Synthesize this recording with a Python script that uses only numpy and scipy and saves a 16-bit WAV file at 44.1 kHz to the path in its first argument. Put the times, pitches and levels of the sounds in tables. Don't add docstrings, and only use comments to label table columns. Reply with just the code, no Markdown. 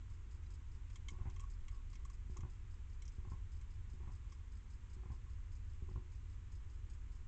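import sys
import numpy as np
from scipy import signal
from scipy.fft import rfft, irfft
from scipy.io import wavfile
from scipy.ndimage import uniform_filter1d

SR = 44100
rng = np.random.default_rng(int(sys.argv[2]) if len(sys.argv) > 2 else 0)


def dump_mix(stems):
    frames = np.atleast_2d(stems).T
    limited = np.clip(frames, -1, 1)
    pcm = np.round(limited * 32767).astype(np.int16)
    wavfile.write(sys.argv[1], SR, pcm)


def attenuation_scalar(level_db):
    decades = np.asarray(level_db, float) / 20
    return 10 ** decades


N = 320607

# start in seconds, snap peak in dB, dish bottom in dB,
# crumble in dB, crumble pitch in Hz.
WHOLE_BISCUITS = [
    (0.957, -53.5, -67, -60, 6970),
    (1.0846, -45, -60, -55, 6700),
    (2.05, -61, -55.5, -62, 7160),
    (3.0204, -55.5, -85, -61.5, 7170),
    (3.0527, -68, -85, -65.5, 5960),
]
# start in seconds, snap peak in dB, dish bottom in dB,
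# crumble in dB, crumble pitch in Hz.
PIECES = [(1.1035, -70, -69, -65, 6800), (1.2986, -58, -70, -67.5, 6400), (1.362, -58, -61, -68.5, 6390),
          (1.3961, -57.5, -61.5, -63.5, 6660), (1.4037, -71, -71, -62.5, 7240),
          (1.4367, -70, -57.5, -73, 6300), (1.6823, -55, -66, -62, 7070), (1.931, -60, -63.5, -66, 5260),
          (1.954, -57, -80.5, -64, 5640), (2.0986, -66, -61.5, -68.5, 6660),
          (2.369, -59, -54.5, -59.5, 6660), (2.406, -62, -62, -67, 6370), (3.0792, -64, -86, -62, 5770),
          (3.6123, -64, -73, -68, 7040), (4.321, -62, -59, -63.5, 5750)]
# start in seconds, snap peak in dB, dish bottom in dB.
NIBBLES = [(0.4348, -66, -88), (0.8822, -71, -83), (0.902, -62, -76), (1.6074, -68, -83),
           (1.9957, -70, -70), (2.1396, -68.5, -80), (4.08, -78, -66), (4.2414, -69, -73),
           (4.2697, -73, -72)]
WHOLE_SNAP_HZ, PIECE_SNAP_HZ = 3260, 2320
NIBBLE_CRUMBLE_DB, NIBBLE_CRUMBLE_HZ = -10, 6400

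# pitch in Hz, level in dB, time to fall 60 dB in seconds.
DISH_TONES = [(2200, -1, .022), (2750, -9, .012), (3200, -4, .016), (3980, -11, .012)]
DISH_BOTTOM_HZ, DISH_BOTTOM_T60_S = 1105, 0.029
# start in seconds, length in seconds, first slip peak in dB,
# last slip peak in dB.
SLIDES = [(1.099, 0.023, -62, -60), (1.143, 0.043, -59, -67), (1.196, 0.02, -59, -63),
          (1.411, .03, -56, -59), (1.464, .015, -61, -73), (1.718, .085, -61, -68), (4.38, 0.019, -74, -67),
          (5.261, 0.017, -66.5, -66)]
# start in seconds, peak in dB.
NUDGES = [(0.1027, -67), (0.605, -64.5), (1.287, -69), (2.003, -63), (2.478, -72), (3.2715, -68),
          (3.5, -71)]
SLIP_GAP_S, SLIP_LENGTH_S = .017, .017
UPPER_DISH_SHARE = .7

SQUEAK_S, SQUEAK_HZ, SQUEAK_LENGTH_S = .458, 990, .018
# multiple of the squeak pitch, level in dB.
SQUEAK_OVERTONES = [(2, -77.5), (4, -73), (5, -75), (6, -83)]

# start in seconds, peak in dB, sharpness of the middle echo in dB,
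# sharpness of the last echo in dB, brightness of the scatter in dB.
FIREWORKS = [
    (1.117, -56, -1.5, -3, 6.5),
    (2.294, -55.5, 4, 2, 2.5),
    (3.179, -57, 6, -1.5, 3.3),
    (3.935, -58, -1, -14, 4.5),
    (4.963, -58.5, 9, -6, 5),
    (5.819, -53, 0.5, -2, -4.5),
]
# delay in seconds, polarity (sign and size), thump in dB, knock in dB,
# yard in dB, crack in dB, scatter in dB.
ECHO_PATHS = [(.002, 1, 10.5, -5, -11.5, -33, -26.5), (.018, 1, -1, -19, -17.5, -32, -19),
              (0.067, 0.47, -7, -26, -7, -12, -13), (.092, -0.79, 14.5, -22, -25.5, -20.5, -13),
              (.136, -1, 16.5, -12, -7, -1.5, -7), (0.152, -1.07, 11.5, -25, -16.5, -12, -14.5)]
# pitch in Hz, level in dB, time to fall 60 dB in seconds.
THUMP_TONES = [(73.3, 3.5, 0.071), (110.7, -10, 0.15)]
# pitch in Hz, level in dB, time to fall 60 dB in seconds.
KNOCK_TONES = [(223, 3.5, 0.043), (243, -2.5, 0.012), (400, -7, 0.021)]
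# pitch in Hz, level in dB, time to fall 60 dB in seconds.
YARD_TONES = [(366, 0, .24), (345, -9, .08)]
# pitch in Hz, level in dB, time to fall 60 dB in seconds.
CRACK_TONES = [(1053, 5.5, 0.019), (857, -7.5, 0.016), (1370, -8.5, 0.019), (1550, -10.5, 0.011),
               (2070, -11, 0.021)]

FIRST_WRITE_S, WRITES_PER_S = .0985, 5
# wait at the start in seconds, time in seconds after which the slot is held back.
SLOT_WAITS = [(0, 3), (.014, 9), (.007, 3), (.021, 9), (0, 9)]
CATCH_UP_S_PER_S, HELD_BACK_S = 0.0038, .02
PAIR_GAP_S, PAIR_GAP_SPREAD_S = .033, .0022
BLIP_DB, BLIP_SPREAD_DB, SECOND_BLIP_DB = -71, 1.3, 0.5
BUZZ_DB, BUZZ_SPREAD_DB, SECOND_BUZZ_DB = -88, 2.8, -2
# start in seconds, blip in dB, buzz in dB.
STRAY_WRITES = [(3.5666, -72, -93), (4.5696, -72, -93.5)]
# pitch in Hz, level in dB.
WRITE_TONES = [(4560, -1), (5120, 0)]
# pitch in Hz, width in Hz, level in dB.
WRITE_BUZZ = [(2370, 97, -5), (5000, 430, -6), (6700, 580, 0.5), (6200, 4100, 0.5), (7170, 1300, -7),
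              (7700, 160, -8.5)]

# pitch in Hz, level in dB per Hz.
AIR_COLOUR = [(71, -32), (120, -2), (154, -19.5), (184, -6), (213, -4), (246, -6.5), (371, -11.5),
              (541, -19.5), (602, -28), (893, -17.5), (977, -15.5), (2970, -23), (4560, -30.5),
              (7270, -29.5), (8700, -40), (11300, -76), (19100, -120)]
# pitch in Hz, width in Hz, level in dB relative to the hiss.
AIR_LIFTS = [(359.7, 34, -15), (1150, 330, -20), (2020, 750, -13.5), (5280, 150, -36.5), (6200, 230, -23),
             (6660, 470, -20), (7230, 150, -21.5)]
AIR_DB = -70.5
# time in seconds, level in dB.
WIND = [(0, -52), (0.75, -51), (1.6, -46), (2.4, -51.5), (3.1, -49), (4.1, -50), (4.6, -55), (5.5, -48),
        (6.3, -52), (7.27, -49)]
# time in seconds, level in dB.
TOWN = [(0, -52), (0.9, -50.5), (1.3, -50), (1.8, -52.5), (2.3, -49), (2.7, -52.5), (3.5, -49.5),
        (4.1, -50), (4.7, -52.5), (5.2, -50.5), (5.65, -49.5), (6.0, -51), (6.7, -50), (7.27, -53)]
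CASE_DIP_HZ, CASE_DIP_WIDTH_HZ = 641, 67


def bites():
    out, length = np.zeros(N), SR // 8
    age = np.arange(length) / SR
    for s, low_db, bottom_db, high_db, high_hz, low_hz in all_bites():
        snap = spray(age, 0.058)
        crumbs = spray(age, np.clip(0.066 + 0.002 * (high_db - low_db), .03, .09))
        low = attenuation_scalar(-16.5) * ring_all(snap, DISH_TONES)
        low += attenuation_scalar(-9) * band(snap, 2000, 4200)
        low += attenuation_scalar(10.5) * band(snap, low_hz - 200, low_hz + 200, order=1)
        high = attenuation_scalar(-2.5) * band(crumbs, 5300, 7320) + band(crumbs, high_hz - 650, high_hz + 650)
        shove = (age < .004) * np.sin(2 * np.pi * DISH_BOTTOM_HZ * age) / 80 + snap / 60
        bottom = band(ring(shove, DISH_BOTTOM_HZ, DISH_BOTTOM_T60_S), 850, 1400)
        bite = attenuation_scalar(low_db - 7.0) * band(low, 1700, 4800)
        bite += attenuation_scalar(high_db + 7.5) * high + attenuation_scalar(bottom_db + 5.0) * bottom
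        at = round(s * SR)
        out[at:at + length] += bite
    return out


def all_bites():
    nibbles = [(s, db, bottom_db, db + NIBBLE_CRUMBLE_DB, NIBBLE_CRUMBLE_HZ) for s, db, bottom_db in NIBBLES]
    whole = [(*row, WHOLE_SNAP_HZ) for row in WHOLE_BISCUITS]
    return whole + [(*row, PIECE_SNAP_HZ) for row in PIECES + nibbles]


def spray(age, t60):
    fall = attenuation_scalar(-60 * age / t60)
    hits = rng.random(len(age)) < 12000 / SR
    cracks = hits * rng.standard_normal(len(age)) * fall
    cracks /= np.sqrt(np.sum(cracks ** 2) / np.sum(fall ** 2))
    cracks[0] = 2.8
    return cracks


def slips():
    waver = rms_one(band(rng.standard_normal(N), 39, 190, order=1))
    hum = np.sin(2 * np.pi * np.cumsum(1110 + 70 * waver) / SR)
    rub = hum + .5 * rms_one(band(rng.standard_normal(N), 900, 1300))
    s, peak_db = slip_times()
    push = gate(s, attenuation_scalar(peak_db), SLIP_LENGTH_S, 0.44) * rub
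    return attenuation_scalar(-40.5) * (ring(push, DISH_BOTTOM_HZ, 0.016) + UPPER_DISH_SHARE * ring(push, 1500, .02))


def slip_times():
    rows = list(NUDGES)
    for s, length, first_db, last_db in SLIDES:
        count = 1 + round(length / SLIP_GAP_S)
        rows += zip(np.linspace(s, s + length, count), np.linspace(first_db, last_db, count))
    return np.transpose(rows)


def squeak():
    t = np.arange(N) / SR
    tone = sum(attenuation_scalar(db) * np.sin(2 * np.pi * k * SQUEAK_HZ * t) for k, db in SQUEAK_OVERTONES)
    return gate([SQUEAK_S], 0.97, SQUEAK_LENGTH_S, 1.0) * tone


def fireworks():
    delay, sign, thump_db, knock_db, yard_db, crack_db, scatter_db = np.transpose(ECHO_PATHS)
    out, length = np.zeros(N), SR // 2
    low = ring_all(clicks(delay + 0.0026, sign * attenuation_scalar(thump_db), size=length), THUMP_TONES)
    low += ring_all(clicks(delay, attenuation_scalar(yard_db), size=length), YARD_TONES)
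    spread = fade(clicks(delay, attenuation_scalar(scatter_db), size=length), 0.19)
    for s, peak_db, middle_db, last_db, bright_db in FIREWORKS:
        tail = spread * rng.standard_normal(length)
        knocks = clicks(delay, sign * attenuation_scalar(knock_db), size=length)
        knock = ring_all(knocks + attenuation_scalar(-25.0) * tail, KNOCK_TONES)
        dull = signal.sosfilt(signal.butter(2, 520, fs=SR, output="sos"), low + knock)
        sharp_db = np.where(delay > .12, last_db, middle_db)
        fronts = clicks(delay + 0.00415, attenuation_scalar(crack_db + sharp_db), size=length)
        early = fronts * (np.arange(length) < .12 * SR)
        sharp = band(ring_all(fronts, CRACK_TONES), 700, 1400)
        sharp += attenuation_scalar(1.5) * band(ring(early, CRACK_TONES[1][0], .025), 540, 1100)
        scatter = attenuation_scalar(-28) * ring_all(tail, CRACK_TONES) + attenuation_scalar(-6.0) * band(tail, 610, 2300)
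        bright = band(sharp + attenuation_scalar(bright_db) * scatter, 460, 2600)
        at = round(s * SR)
        out[at:at + length] += attenuation_scalar(peak_db + 1.0) * (dull + bright)
    return out


def camera_writes():
    s, peak_db, buzz_db = write_times()
    t = np.arange(N) / SR
    whine = sum(attenuation_scalar(db) * np.sin(2 * np.pi * hz * t) for hz, db in WRITE_TONES)
    blip = gate(s - .001, attenuation_scalar(peak_db), .005, 0.27) * whine
    load = attenuation_scalar(buzz_db)
    busy = gate(s - .001, load, .026, 0.17) + .5 * gate(s - .001, load, 0.012, 0.45)
    hold = attenuation_scalar(-0.5) * rms_one(band(rng.standard_normal(N), 5060, 5200))
    return attenuation_scalar(-7) * blip + busy * lifts(WRITE_BUZZ) + gate(s, load, PAIR_GAP_S, 0.23) * hold


def write_times():
    due = np.arange(FIRST_WRITE_S, N / SR - .1, 1 / WRITES_PER_S)
    wait, held_from = np.resize(SLOT_WAITS, (len(due), 2)).T
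    shrinking = np.maximum(wait - CATCH_UP_S_PER_S * due, 0)
    first = due + np.where(due > held_from, HELD_BACK_S, shrinking)
    gap, *chance = rng.standard_normal((len(due), 5)).T
    blip_db = BLIP_DB + BLIP_SPREAD_DB * np.array(chance[:2]) + [[0], [SECOND_BLIP_DB]]
    buzz_db = BUZZ_DB + BUZZ_SPREAD_DB * np.array(chance[2:]) + [[0], [SECOND_BUZZ_DB]]
    s = np.append(first, first + PAIR_GAP_S + PAIR_GAP_SPREAD_S * gap)
    return np.hstack([[s, blip_db.ravel(), buzz_db.ravel()], np.transpose(STRAY_WRITES)])


def air_hiss():
    return attenuation_scalar(AIR_DB) * (coloured(AIR_COLOUR) + lifts(AIR_LIFTS))


def rumble():
    (wind_db,), (town_db,) = in_time(WIND), in_time(TOWN)
    return attenuation_scalar(wind_db) * even_noise(13, 45.3, 0.067) + attenuation_scalar(town_db) * even_noise(48.1, 92.6, 0.19)


def through_case(x):
    return signal.lfilter(*signal.iirnotch(CASE_DIP_HZ, CASE_DIP_HZ / CASE_DIP_WIDTH_HZ, SR), x)


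def clicks(seconds, heights, size=N):
    out = np.zeros(size)
    out[np.round(np.asarray(seconds) * SR).astype(int)] = heights
    return out


def gate(seconds, heights, length_s, soft):
    window = signal.windows.tukey(int(length_s * SR), np.clip(soft, 0, 1))
    return np.convolve(clicks(seconds, heights), window)[:N]


def fade(x, t60):
    return signal.lfilter([1], [1, -attenuation_scalar(-60 / (t60 * SR))], x + 1e-18)


def ring(x, hz, t60):
    r, w = attenuation_scalar(-60 / (t60 * SR)), 2 * np.pi * hz / SR
    return signal.lfilter([0, np.sin(w)], [1, -2 * r * np.cos(w), r * r], x + 1e-18)


def ring_all(x, tones):
    return sum(attenuation_scalar(db) * ring(x, hz, t60) for hz, db, t60 in tones)


def band(x, low_hz, high_hz, order=2):
    return signal.sosfilt(signal.butter(order, [low_hz, high_hz], "band", fs=SR, output="sos"), x)


def rms_one(x):
    return x / np.sqrt(np.mean(x ** 2) + 1e-20)


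def lifts(table):
    noise = rng.standard_normal(N)
    return sum(attenuation_scalar(db) * rms_one(band(noise, hz - width / 2, hz + width / 2, order=1)) for hz, width, db in table)


def coloured(spectrum):
    hz, db = np.transpose(spectrum)
    bins = np.log(np.fft.rfftfreq(N, 1 / SR) + 1)
    gain = attenuation_scalar(np.interp(bins, np.log(hz), db))
    return rms_one(irfft(rfft(rng.standard_normal(N)) * gain, N))


def even_noise(low_hz, high_hz, even_s):
    x = band(rng.standard_normal(N + SR), low_hz, high_hz, order=3)[SR:]
    size = int(even_s * SR)
    power = uniform_filter1d(uniform_filter1d(x ** 2, size=size), size=size)
    return rms_one(x / np.sqrt(power + 0.08 * power.mean()))


def in_time(rows):
    s, *columns = np.transpose(rows)
    return [np.interp(np.arange(N) / SR, s, c) for c in columns]


def scene():
    outside = bites() + slips() + squeak() + fireworks()
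    return (through_case(outside) + camera_writes() + air_hiss() + rumble())[None]


def roll_off(x):
    return signal.sosfilt(signal.butter(12, 8850, fs=SR, output="sos"), x)


def record(dry):
    cut = signal.sosfilt(signal.cheby2(10, 40, 9200, fs=SR, output="sos"), dry)
    return roll_off(cut)


dry = scene()
out = record(dry)
dump_mix(out)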